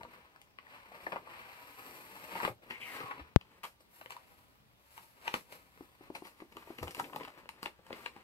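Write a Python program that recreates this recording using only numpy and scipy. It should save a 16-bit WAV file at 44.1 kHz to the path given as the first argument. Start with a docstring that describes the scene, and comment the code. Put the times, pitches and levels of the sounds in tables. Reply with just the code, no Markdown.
"""Small creases snap and fingers brush as a stiff card is handled in a small furnished room.
The card slides out of a cardboard mailer, which swishes down onto a blanket; then the card is turned
over, tapped and picked at. Stick-slip friction and cracking fibres drive the same board, air resonates
in the gap under the mailer, and soft blows ring low, damped notes. Two microphone ports hear it all
over room tone and a distant motor, and the left one pops once."""
import sys
import numpy as np
from scipy import signal
from scipy.fft import rfft, irfft, next_fast_len
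from scipy.io import wavfile
from scipy.ndimage import uniform_filter1d, map_coordinates

SR = 44100
rng = np.random.default_rng(int(sys.argv[2]) if len(sys.argv) > 2 else 0)


def output_pcm(signal):
    """Save a mono or channel-first signal as 16-bit PCM at the path in sys.argv[1].

    Samples are clipped to [-1, 1] before scaling.
    """
    pcm = np.clip(np.atleast_2d(signal).T, -1, 1) * 32767
    wavfile.write(sys.argv[1], SR, np.round(pcm).astype(np.int16))


N = 362943

# Spectrum of the room tone and microphone hiss. Each row: frequency in Hz, relative density in dB.
TONE_SPECTRUM = [(20, -46), (52, -5.5), (200, -7), (440, -17.5), (600, -11.5), (1000, -18), (1400, -17.5),
                 (2300, -22), (3300, -18.5), (6500, -29.5), (10000, -43), (12800, -39), (15800, -25.5)]
# Likeness of that noise at the two ports. Each row: frequency in Hz, correlation from -1 to 1.
TONE_CORRELATION = [(60, 0.15), (240, 0.206), (950, -0.41), (3770, -0.48), (15000, -0.15)]
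# Hum of a distant motor. Each row: frequency in Hz, resonator width in Hz, level in dB.
MOTOR_HUM = [(59, 45, -79), (118.3, 5.2, -81)]
# Short brushes of fingers and card. Each row: peak time in seconds, seconds to swell by 20 dB, seconds
# to fade by 20 dB, then relative levels in dB of friction, sheet flex, fibre hiss and silky sheen.
BRUSH_STROKES = [(0.0, .1, .3, -74, -58, -78, -78), (0.12, .15, .35, -60.5, -70, -75, -77),
                 (0.74, .15, .3, -57.5, -68, -72, -75), (0.95, .1, .2, -59, -61, -78, -78),
                 (1.07, .25, .25, -57, -62, -66.5, -65.5), (3.53, .3, .3, -71, -70, -80, -81),
                 (3.636, .004, .06, -49, -65, -50, -54), (3.815, .03, .05, -82, -74, -78, -73),
                 (3.96, .08, .22, -68, -78, -67, -61.5), (4.12, .07, .2, -60.5, -68, -70, -72),
                 (4.31, .3, .6, -71, -76, -73.5, -71.5), (4.98, .2, .28, -65, -76, -64.5, -62.5),
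                 (5.26, .12, .12, -58, -64, -62, -66), (5.278, .016, .012, -40, -52, -52, -62),
                 (5.32, .06, .03, -53, -64, -64, -66), (5.345, .015, .09, -54, -68, -53, -57),
                 (5.53, .07, .14, -60, -62, -62, -62), (5.8, .4, .6, -71, -78, -74.5, -74),
                 (6.04, .08, .15, -64.5, -66, -73, -76), (6.16, .06, .11, -66, -61, -65, -68),
                 (6.27, .07, .09, -60, -68, -63.5, -65), (6.39, .06, .13, -68, -72, -70, -75),
                 (6.6, .08, .15, -64, -66, -72, -75), (6.71, .1, .1, -61, -66, -70, -73),
                 (6.88, .5, .3, -63, -63, -65, -66), (6.99, .08, .3, -64, -50, -61, -62),
                 (6.997, .016, .012, -42, -50, -50, -60), (7.17, .07, .05, -66, -60, -61, -64),
                 (7.22, .15, .22, -58, -61, -69, -73), (7.39, .1, .15, -62, -63, -73, -76),
                 (7.55, .1, .25, -68, -68, -78, -84), (7.66, .1, .12, -60, -64, -70, -74),
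                 (7.96, .15, .3, -60, -58.5, -67, -69.5), (8.05, .2, .04, -62, -64, -65, -69),
                 (8.17, .1, .5, -66, -68, -79, -87)]
# Two long slides, one list each: card out of mailer, mailer onto blanket.
# Each row: time in seconds, then relative levels in dB of friction, flex, hiss and sheen.
SLIDE_PATHS = [
    [(1.21, -70, -62, -84, -85), (1.34, -54, -68.5, -70, -71), (1.78, -60.5, -68.5, -67, -65),
     (1.88, -57, -59, -62.5, -60.5), (1.99, -59.5, -62.5, -64, -61), (2.27, -56.5, -61.5, -64, -63),
     (2.38, -47, -52, -58, -58), (2.49, -62, -66, -57.5, -54.5), (2.53, -76, -80, -90, -92)],
    [(2.62, -66, -64, -78, -78), (2.69, -66, -64, -78, -76), (2.705, -57, -57, -63, -64),
     (2.79, -62, -72, -76, -78), (2.815, -60, -62, -63, -66), (2.89, -56, -63, -59.5, -62.5),
     (2.96, -49.5, -56.5, -59, -60), (3.05, -53, -60, -66.5, -68), (3.18, -61, -63, -78, -78),
     (3.34, -74, -78, -90, -90)],
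]
# Colour of board and microphone. Each row: frequency in Hz, relative gain in dB.
BOARD_RESPONSE = [(50, -26), (130, -10.5), (360, -5), (550, -4), (700, -6.5), (950, -1), (1400, -4),
                  (2700, -7.5), (3400, -17), (4300, -19.5), (6600, -35.5), (8500, -32), (10000, -37.5),
                  (12600, -32.5), (14200, -39.5), (15800, -47)]
# Creases and film snapping. Each row: time in seconds, relative level in dB, panel note in Hz,
# bass, presence and treble in dB against the middle band, relative level of the crackle in dB.
CREASE_SNAPS = [(0.011, -36, 947, -8, -22, -22, -12), (0.033, -41, 613, -8, -0.5, -9, -24),
                (0.05, -39, 950, -6, -32, -35, -16), (0.361, -47, 1710, -10, -4, -14, -25),
                (0.416, -55.5, 806, -11, 8, 9, -24), (0.587, -38.5, 1096, -22, -1.1, -15, -30),
                (0.667, -45, 1880, -25, -25, -18, -15), (0.918, -40.5, 755, -14, -30, -27, -10),
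                (1.066, -21.5, 1780, -30, -18, -35, -30), (1.07, -33, 760, -8, -12, -35, -14),
                (1.122, -29, 1750, -14, -9, -27.5, -9), (1.129, -30, 540, -8, -9, -30, -8),
                (1.16, -32.5, 560, -9, -14, -31, -9), (1.166, -31.5, 1000, -11, -12, -31, -11),
                (1.271, -43, 937, -38, -27, -23, -5), (2.354, -31, 900, -6, -8, -24, -8),
                (2.404, -31, 900, -29, -12, -24, -1.5), (2.432, -28, 2000, -4, -5, -17, -7),
                (2.45, -25, 990, -4, 2.5, -17, -12), (2.477, -23, 538, -7, -14, -24, -11),
                (2.708, -39, 1280, -9.5, 5, -30, -7), (3.004, -36, 515, -3, 6, -27, -22),
                (3.039, -35, 1130, -4.5, -13, -26, -19), (3.111, -27, 1100, -39, -14, -37, -10),
                (3.195, -45, 929, 3, 6, -30, -6), (3.412, -53, 824, -2.5, 12.5, 0.1, -21),
                (3.633, -42, 1700, -22, 1.5, -10, -25), (3.638, -34, 1120, -22, -4, -12, -18),
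                (3.644, -36, 950, -22, -3, -12, -15), (3.651, -33, 1000, -20, -8, -14, -15),
                (3.806, -61.5, 546, 0.1, 4, 4, -9), (4.013, -40, 626, -7, -3.5, -19, -13),
                (4.06, -43.5, 526, -16, 4, -12, -27), (4.106, -34, 1124, -31, -5.5, -4.5, -16),
                (4.121, -45, 471, -16, 3, -7, -8), (4.166, -40, 930, -16, -6, -6, -22),
                (4.978, -40.5, 950, -25, -5.5, -9, -9), (5.279, -27, 935, -9, 6.5, -7, -25),
                (5.341, -26, 880, -5, 6.5, -3.5, -17), (5.524, -42.5, 594, -10, -1.1, -0.5, -11),
                (5.775, -56, 1040, 3, 2.1, -8, -17), (6.152, -43.5, 840, -6, 0.4, -8.5, -1.1),
                (6.251, -52, 455, 3, 7, 0.1, -5), (6.27, -45, 1120, -7, -5, 1.1, -18),
                (6.403, -49, 1020, 0.1, -1.1, -8.5, -6), (6.524, -56, 931, 2.1, 0.1, -1.1, -6),
                (6.569, -39, 870, 1.1, 0.4, -5, -19), (6.625, -49, 1060, -18, -3, -26, -11),
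                (6.674, -50.5, 930, 11.5, -15, -22, -15), (6.786, -46.5, 457, 9, 11.5, 1.1, -14),
                (6.829, -39.5, 570, 3, -7, -4.5, -6), (6.874, -40, 830, -4, -8, -14, -15),
                (6.88, -38, 900, 3, 3, -9, -14), (6.909, -44.5, 1070, -17, 4, 5, -14),
                (6.948, -40, 920, -3, 6, 4, -15), (6.969, -45, 900, -8, 1.5, -8, -12),
                (6.998, -20.5, 937, -15, -14, -11, -25), (7.042, -50, 883, -14, 11, -20, -9),
                (7.098, -43, 895, -17, -13, -25, -28), (7.129, -38, 950, -8, -14, -18, -28),
                (7.133, -32.5, 1050, -8, -9, -18, -28), (7.147, -40, 420, 1.5, -14, -20, -22),
                (7.161, -24.5, 880, -2.5, -13, -9, -32), (7.2, -40.5, 953, -1.1, -5, -26, -12),
                (7.209, -40.5, 937, 1.5, -4, -22, -8), (7.233, -43, 800, -3, 1.5, -9, -12),
                (7.25, -41, 910, -19, 3, -6, -15), (7.276, -44, 850, -8, -9, -15, -20),
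                (7.281, -40, 800, -6, -2.1, -12, -16), (7.303, -50, 750, -10.5, -6, -4, -20),
                (7.457, -49, 540, 0.4, -6, -17, -25), (7.491, -36.5, 923, -20, 1.1, -1.1, -30),
                (7.63, -34, 1100, -4, -2.1, -0.4, -14), (7.659, -34.5, 865, 2.1, 10, -8, -18),
                (7.792, -62, 848, 17, -18, -22, -19), (7.866, -49.5, 910, -8, 1.1, -1.1, -15),
                (7.905, -36, 549, 4.5, -4.5, -28, -14), (7.929, -35, 930, -9.5, 1.1, -19, -10),
                (8.061, -29, 970, -18, 5, -16, -17), (8.164, -41.5, 850, -4, -10, -14, -17)]
# The mailer bumping on the bed. Each row: start in seconds, relative level in dB, pitch in Hz.
MAILER_BUMPS = [(0.037, -49, 58), (2.497, -37, 117), (3.037, -45, 124), (3.209, -39.5, 72.5),
                (5.349, -46, 205), (6.813, -36, 103.4), (6.833, -31.5, 78.1), (6.857, -45, 83.4)]
# Air under the falling mailer. Each row: time in seconds, relative level in dB, gap resonance in Hz.
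AIR_GAP = [(2.69, -67, 1900), (2.704, -50, 2000), (2.745, -46, 2100), (2.8, -62, 2200),
           (2.812, -43.5, 2350), (2.9, -49, 2120), (2.985, -54, 1950), (3.005, -46, 1200),
           (3.09, -47.5, 1070), (3.18, -62, 1000)]
# Finger pads on the board. Each row: contact in seconds, relative level in dB, pitch in Hz.
FINGER_TAPS = [(5.805, -36.5, 325), (6.006, -43.5, 336), (6.099, -33, 330), (6.219, -36.5, 342),
               (6.418, -37.5, 334), (6.556, -47.5, 293), (6.701, -34, 344)]
# Imbalance of the ports. Each row: frequency in Hz, level of left over right in dB.
PORT_BALANCE = [(60, -0.5), (110, 7.5), (200, 5), (380, 5.5), (700, 4.5), (1290, 2), (2380, 9.5),
                (4400, -5.5), (8120, 3), (15000, 11.5)]
# Phase bent by the housing. Each row: frequency in Hz, extra lead of the left port in radians.
PORT_PHASE = [(300, -0.11), (950, -1.19), (1400, 1), (1900, 0.32), (2400, 0.64), (3300, -2.3),
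              (5000, -0.33)]
# Path difference as the card moves. Each row: time in seconds, delay of the right port in milliseconds.
PORT_DELAY = [(0, .23), (2.6, 0.26), (2.9, 0.067), (3.1, 0.29), (3.6, 0.11), (3.9, .28), (5.6, 0.3),
              (5.9, 0.23), (6.598, 0.17), (7.0, 0.16), (8.23, 0.13)]
# Reverberation of the room. Each row: frequency in Hz, seconds to decay by 60 dB.
ROOM_T60 = [(200, 0.2), (600, 0.17), (1500, 0.098), (4000, 0.16), (10000, 0.22)]
HELD_DB = (-80, -79, -86, -86)  # the card merely held: friction, flex, hiss, sheen


def gain_of(db):
    """Amplitude grows tenfold with every 20 dB."""
    return 10 ** (np.asarray(db) / 20)


def unit_rms(x):
    """Normalisation to a mean power of one."""
    return x / np.sqrt(np.mean(x ** 2) + 1e-20)


def at_frequency(points, hz):
    """Interpolation on a logarithmic frequency axis."""
    f, value = np.transpose(points)
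    return np.interp(np.log(hz + 1), np.log(f + 1), value)


def add(mix, s, sound):
    """Superposition: a sound joins the mix at s seconds."""
    part = mix[..., round(s * SR):][..., :sound.shape[-1]]
    part += sound[..., :part.shape[-1]]


def resonant_noise(noise, hz, width_hz):
    """Two resonators in series leave a band at rms 1; each shifts hz to zero, smooths and shifts back."""
    carrier = np.exp(2j * np.pi * np.cumsum(hz * np.ones(len(noise))) / SR)
    pole = np.exp(-np.pi * width_hz / SR)
    for _ in range(2):
        noise = 2 * (carrier * signal.lfilter([1 - pole], [1, -pole], noise / carrier + 1e-18)).real
    return unit_rms(noise)


def room_tone(level_db=-69.5, patchy_db=-2.0):
    """Partly coherent noise: room air and microphone hiss lie over a motor's narrow-band hum."""
    frames, hz = N // 512 + 5, np.fft.rfftfreq(2048, 1 / SR)
    a, b, c, d, patches = rng.standard_normal((frames, len(hz), 5)).T
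    left, unrelated = a + 1j * b, c + 1j * d
    patches = unit_rms(uniform_filter1d(uniform_filter1d(patches, 20, 0), 8, 1))
    same = at_frequency(TONE_CORRELATION, hz)[:, None]
    spectra = np.array([left, same * left + np.sqrt(1 - same ** 2) * unrelated])
    spectra *= gain_of(at_frequency(TONE_SPECTRUM, hz)[:, None] + patchy_db * patches)
    air = unit_rms(signal.istft(spectra, nperseg=2048, noverlap=1536)[1][:, :N])
    hum = sum(gain_of(db) * resonant_noise(rng.standard_normal(N), f, width) for f, width, db in MOTOR_HUM)
    return gain_of(level_db) * air + hum


def rubbing_levels(step=32):
    """Incoherent sources add in power: grip, slides and brushes sum to four level curves in dB."""
    t = np.arange(0, N + step, step) / SR
    power = gain_of(2 * np.array(HELD_DB))[:, None] * np.ones(len(t))
    for slide in SLIDE_PATHS:
        s, *levels_db = np.transpose(slide)
        sliding = (t >= s[0]) & (t <= s[-1])
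        power += [gain_of(2 * np.interp(t, s, db)) * sliding for db in levels_db]
    for s, swell_s, fade_s, *levels_db in BRUSH_STROKES:
        below_db = 20 * np.where(t < s, (s - t) / swell_s, (t - s) / fade_s)
        power += gain_of(2 * (np.array(levels_db)[:, None] - below_db))
    return t, 10 * np.log10(power)


def friction(times, levels_db, slips_per_s=1500, spread_db=3.0, slip_share=0.42, flutter_db=1.8):
    """Stick-slip friction: tiny uneven slips and smooth hiss drive five bands as the pressure flutters."""
    friction_db, flex_db, hiss_db, sheen_db = levels_db
    t = np.arange(N) / SR
    strengths = gain_of(spread_db * np.minimum(rng.exponential(1, N), 5))
    slipping = rng.random(N) < slips_per_s / SR
    slips = unit_rms(strengths * slipping * rng.choice([-1., 1.], N))
    fibres = np.sqrt(slip_share) * slips + np.sqrt(1 - slip_share) * rng.standard_normal(N)
    flutter = unit_rms(uniform_filter1d(uniform_filter1d(rng.standard_normal(N), 500), 500))
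    bands_db = (flex_db, friction_db + 1.0, friction_db - 2.6, hiss_db - 3.0, sheen_db - 3.5)
    envelopes_db = np.array([np.interp(t, times, db) for db in bands_db])
    return fibres * gain_of(envelopes_db + flutter_db * flutter)


def board(drive, crossovers_hz=(500, 1500, 5000, 10000), size=4096):
    """Forced vibration: bass, middle, presence, treble and air bands drive one minimum-phase response."""
    def bands(hz):
        lowpasses = [1 / np.sqrt(1 + (hz / edge) ** 6) for edge in crossovers_hz]
        return np.diff([np.zeros_like(hz), *lowpasses, np.ones_like(hz)], axis=0)
    hz, padded = abs(np.fft.fftfreq(size, 1 / SR)), next_fast_len(N + size)
    colour = gain_of(at_frequency(BOARD_RESPONSE, hz))
    band_rms = np.sqrt(np.mean((colour * bands(hz)) ** 2, axis=1, keepdims=True))
    spectra = rfft(drive, padded) * bands(np.fft.rfftfreq(padded, 1 / SR)) / band_rms
    force = irfft(spectra.sum(0), padded)[:N]
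    impulse_response = np.fft.ifft(np.exp(signal.hilbert(np.log(colour)).conj())).real[:size // 2]
    return signal.oaconvolve(force, impulse_response)[:N]


def crease_snaps(strain_s=0.0057, crackle_t60=0.096, swell_s=0.0012, panel_t60=0.025,
                 edge_hz=2800, edge_t60=0.016):
    """Release of elastic energy: fibres strain, crack and crackle out; the freed panel rings briefly."""
    crack_s = np.array([.003, .002, .0012, .0007, .0006])  # the higher the band, the shorter the crack
    lead = 900  # samples of straining before the crack
    drive, rings = np.zeros((5, N + lead)), np.zeros(N)
    t = np.arange(-lead, 4500) / SR
    after = np.maximum(t, 0)
    for row, (noise, uneven) in zip(CREASE_SNAPS, rng.standard_normal((len(CREASE_SNAPS), 2, len(t)))):
        s, db, hz, bass_db, presence_db, treble_db, crackle_db = row
        crack = np.exp(-after / crack_s[:, None]) * np.sign(noise) * (t >= 0)
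        crack[:, lead] *= gain_of(2.1)  # the first break is the hardest
        strain = gain_of(crackle_db - 2.5) * np.exp((t - after) / strain_s)
        crackle = gain_of(crackle_db - 60 * after / crackle_t60)
        clumps = unit_rms(gain_of(4.0 * unit_rms(uniform_filter1d(uneven, 130))))  # fibres tear in bunches
        tearing = gain_of(1.5) * noise * clumps * np.where(t < 0, strain, crackle)
        bands_db = np.array([bass_db, 0, presence_db, treble_db, treble_db - 17.0])
        add(drive, s, (crack + tearing) * gain_of(db - 3.7 + bands_db[:, None]))
        # The stiff edge rings at once where the crack is bright; the panel's note swells in just after.
        gripped_hz = edge_hz * (1 + 0.05 * np.clip(uneven[0], -2, 2))  # each grip stiffens it differently
        edge = gain_of(presence_db - 0.4 - 60 * after / edge_t60) * np.sin(2 * np.pi * gripped_hz * after)
        panel = (1 - np.exp(-(after / swell_s) ** 2)) * np.sin(2 * np.pi * hz * after)
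        decay = gain_of(db + 1.2 - 60 * after / panel_t60)
        add(rings, s, (decay * (panel + edge))[lead:])
    return drive[:, lead:], rings


def mailer_bumps(rise_s=0.0041, t60=0.11):
    """Damped oscillation: a padded push starts softly and dies within a few low cycles."""
    out, t = np.zeros(N), np.arange(9000) / SR
    for s, db, hz in MAILER_BUMPS:
        envelope = gain_of(db - 60 * t / t60) * (1 - np.exp(-t / rise_s))
        add(out, s, envelope * np.sin(2 * np.pi * hz * t))
    return out


def mailer_swish(width_hz=95, upper_ratio=1.3, upper_db=-6.5):
    """Cavity resonance: noise in the air gap's broad pair of modes narrows to a whistle as pitch falls."""
    out = np.zeros(N)
    s, db, hz = np.transpose(AIR_GAP)
    t = np.arange(s[0], s[-1], 1 / SR)
    pitch = np.interp(t, s, hz)
    whistle = resonant_noise(rng.standard_normal(len(t)), pitch, width_hz)
    lower = resonant_noise(rng.standard_normal(len(t)), pitch, 5 * width_hz)
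    upper = resonant_noise(rng.standard_normal(len(t)), pitch * upper_ratio, 4 * width_hz)
    openness = np.clip((pitch - 1200) / 600, 0, 1)
    tone = np.sqrt(1 - openness) * whistle + np.sqrt(openness) * (lower + gain_of(upper_db) * upper)
    add(out, s[0], tone * gain_of(np.interp(t, s, db)) * signal.windows.tukey(len(t), .05))
    return out


def microphone_pop(start_s=3.361376, step_db=0.5, rise_s=.000033, ring_hz=91, damping=.49, leak_hz=56):
    """Step response: high-pass stages pull a sudden jump at the left input back with an undershoot."""
    out, t = np.zeros((2, N)), np.arange(8000) / SR
    omega = 2 * np.pi * ring_hz
    denominator = np.polymul([1, 2 * damping * omega, omega ** 2], [1, 2 * np.pi * leak_hz])
    highpass = signal.bilinear([1, 0, 0, 0], denominator, SR)
    step = 1 - (1 + t / rise_s) * np.exp(-t / rise_s)
    add(out[0], start_s, gain_of(step_db) * signal.lfilter(*highpass, step))
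    return out


def finger_taps(sink_s=0.0024, rise_s=0.0005, damp_s=0.0066, overtone_ratio=2.15, rasp_hz=700):
    """Soft impact: the pad sinks in and excites a low note, an overtone and a rasp, damped by the hand."""
    out, t = np.zeros(N), np.arange(3000) / SR
    envelope = (1 - np.exp(-t / rise_s)) * np.exp(-(t / damp_s) ** 2)
    for s, db, hz in FINGER_TAPS:
        note = np.sin(2 * np.pi * hz * t)
        overtone = gain_of(-10.5) * envelope * np.sin(2 * np.pi * overtone_ratio * hz * t)
        rasp = gain_of(-12.0) * resonant_noise(rng.standard_normal(len(t)), rasp_hz, width_hz=rasp_hz)
        add(out, s + sink_s, -gain_of(db) * envelope * (note + overtone + rasp))
    return out


def ports(x):
    """Path difference: the right port hears the card later, and each port has its own colour and phase."""
    size = next_fast_len(N + 4096)
    hz = np.fft.rfftfreq(size, 1 / SR)
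    half = gain_of(at_frequency(PORT_BALANCE, hz) / 2) * np.exp(.5j * at_frequency(PORT_PHASE, hz))
    left, right = irfft(rfft(x, size) * np.array([half, 1 / half]), size)[:, :N]
    delay_samples = np.interp(np.arange(N) / SR, *np.transpose(PORT_DELAY)) * SR / 1000
    return np.array([left, map_coordinates(right, [np.arange(N) - delay_samples], order=3)])


def room(x, coherent_below_hz=600):
    """Reverberation: sparse echoes die at each band's own rate; long waves reach both ports alike."""
    echoes = np.zeros((2, SR // 4))
    slots = np.arange(150, SR // 4 - 20, 20)  # one echo in every 20 samples
    arrivals = slots + rng.integers(0, 20, (2, len(slots)))
    np.put_along_axis(echoes, arrivals, rng.choice([-1., 1.], arrivals.shape), 1)
    hz, t, spectra = signal.stft(echoes, SR, nperseg=256)
    same = 1 / (1 + (hz[:, None] / coherent_below_hz) ** 4)
    spectra[1] = same * spectra[0] + np.sqrt(1 - same ** 2) * spectra[1]
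    decay = gain_of(-60 * t / at_frequency(ROOM_T60, hz)[:, None])
    tail = signal.istft(spectra * decay, SR, nperseg=256)[1]
    return signal.fftconvolve(x[None], tail / np.linalg.norm(tail[0]), axes=1)[:, :N]


def moving_echoes(x, turns_per_s=1.5):
    """A moving source changes its echo paths: three sets of echoes take turns at constant total power."""
    angle = np.pi * turns_per_s * np.arange(N) / SR
    return sum(room(x * np.sqrt(2 / 3) * np.cos(angle + k * np.pi / 3)) for k in range(3))


def scene():
    """Superposition at two ports: direct sound, the rubbing edge, echoes, room tone and the pop."""
    snap_drive, rings = crease_snaps()
    rubbing = rubbing_levels()
    rustle = board(friction(*rubbing) + snap_drive) + mailer_swish()
    knocks = rings + finger_taps() + mailer_bumps()
    # The long rubbing edge reaches each port by other paths, so its upper bands are unrelated there.
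    edge_bands = gain_of([[-30], [-12], [-4], [-3], [-3]])
    edge = [board(friction(*rubbing) * edge_bands) for port in range(2)]
    direct = gain_of(-3.0) * ports(rustle + knocks)
    echoes = gain_of(-6.0) * moving_echoes(rustle + gain_of(-5.0) * knocks)
    return direct + edge + echoes + room_tone() + microphone_pop()


def record(dry, cutoff_hz=15800):
    """Band limiting: a steep low-pass filter removes the highest treble."""
    lowpass = signal.firwin(511, cutoff_hz, window=("kaiser", 9), fs=SR)
    return signal.oaconvolve(dry, lowpass[None], "same")


dry = scene()
out = record(dry)
output_pcm(out)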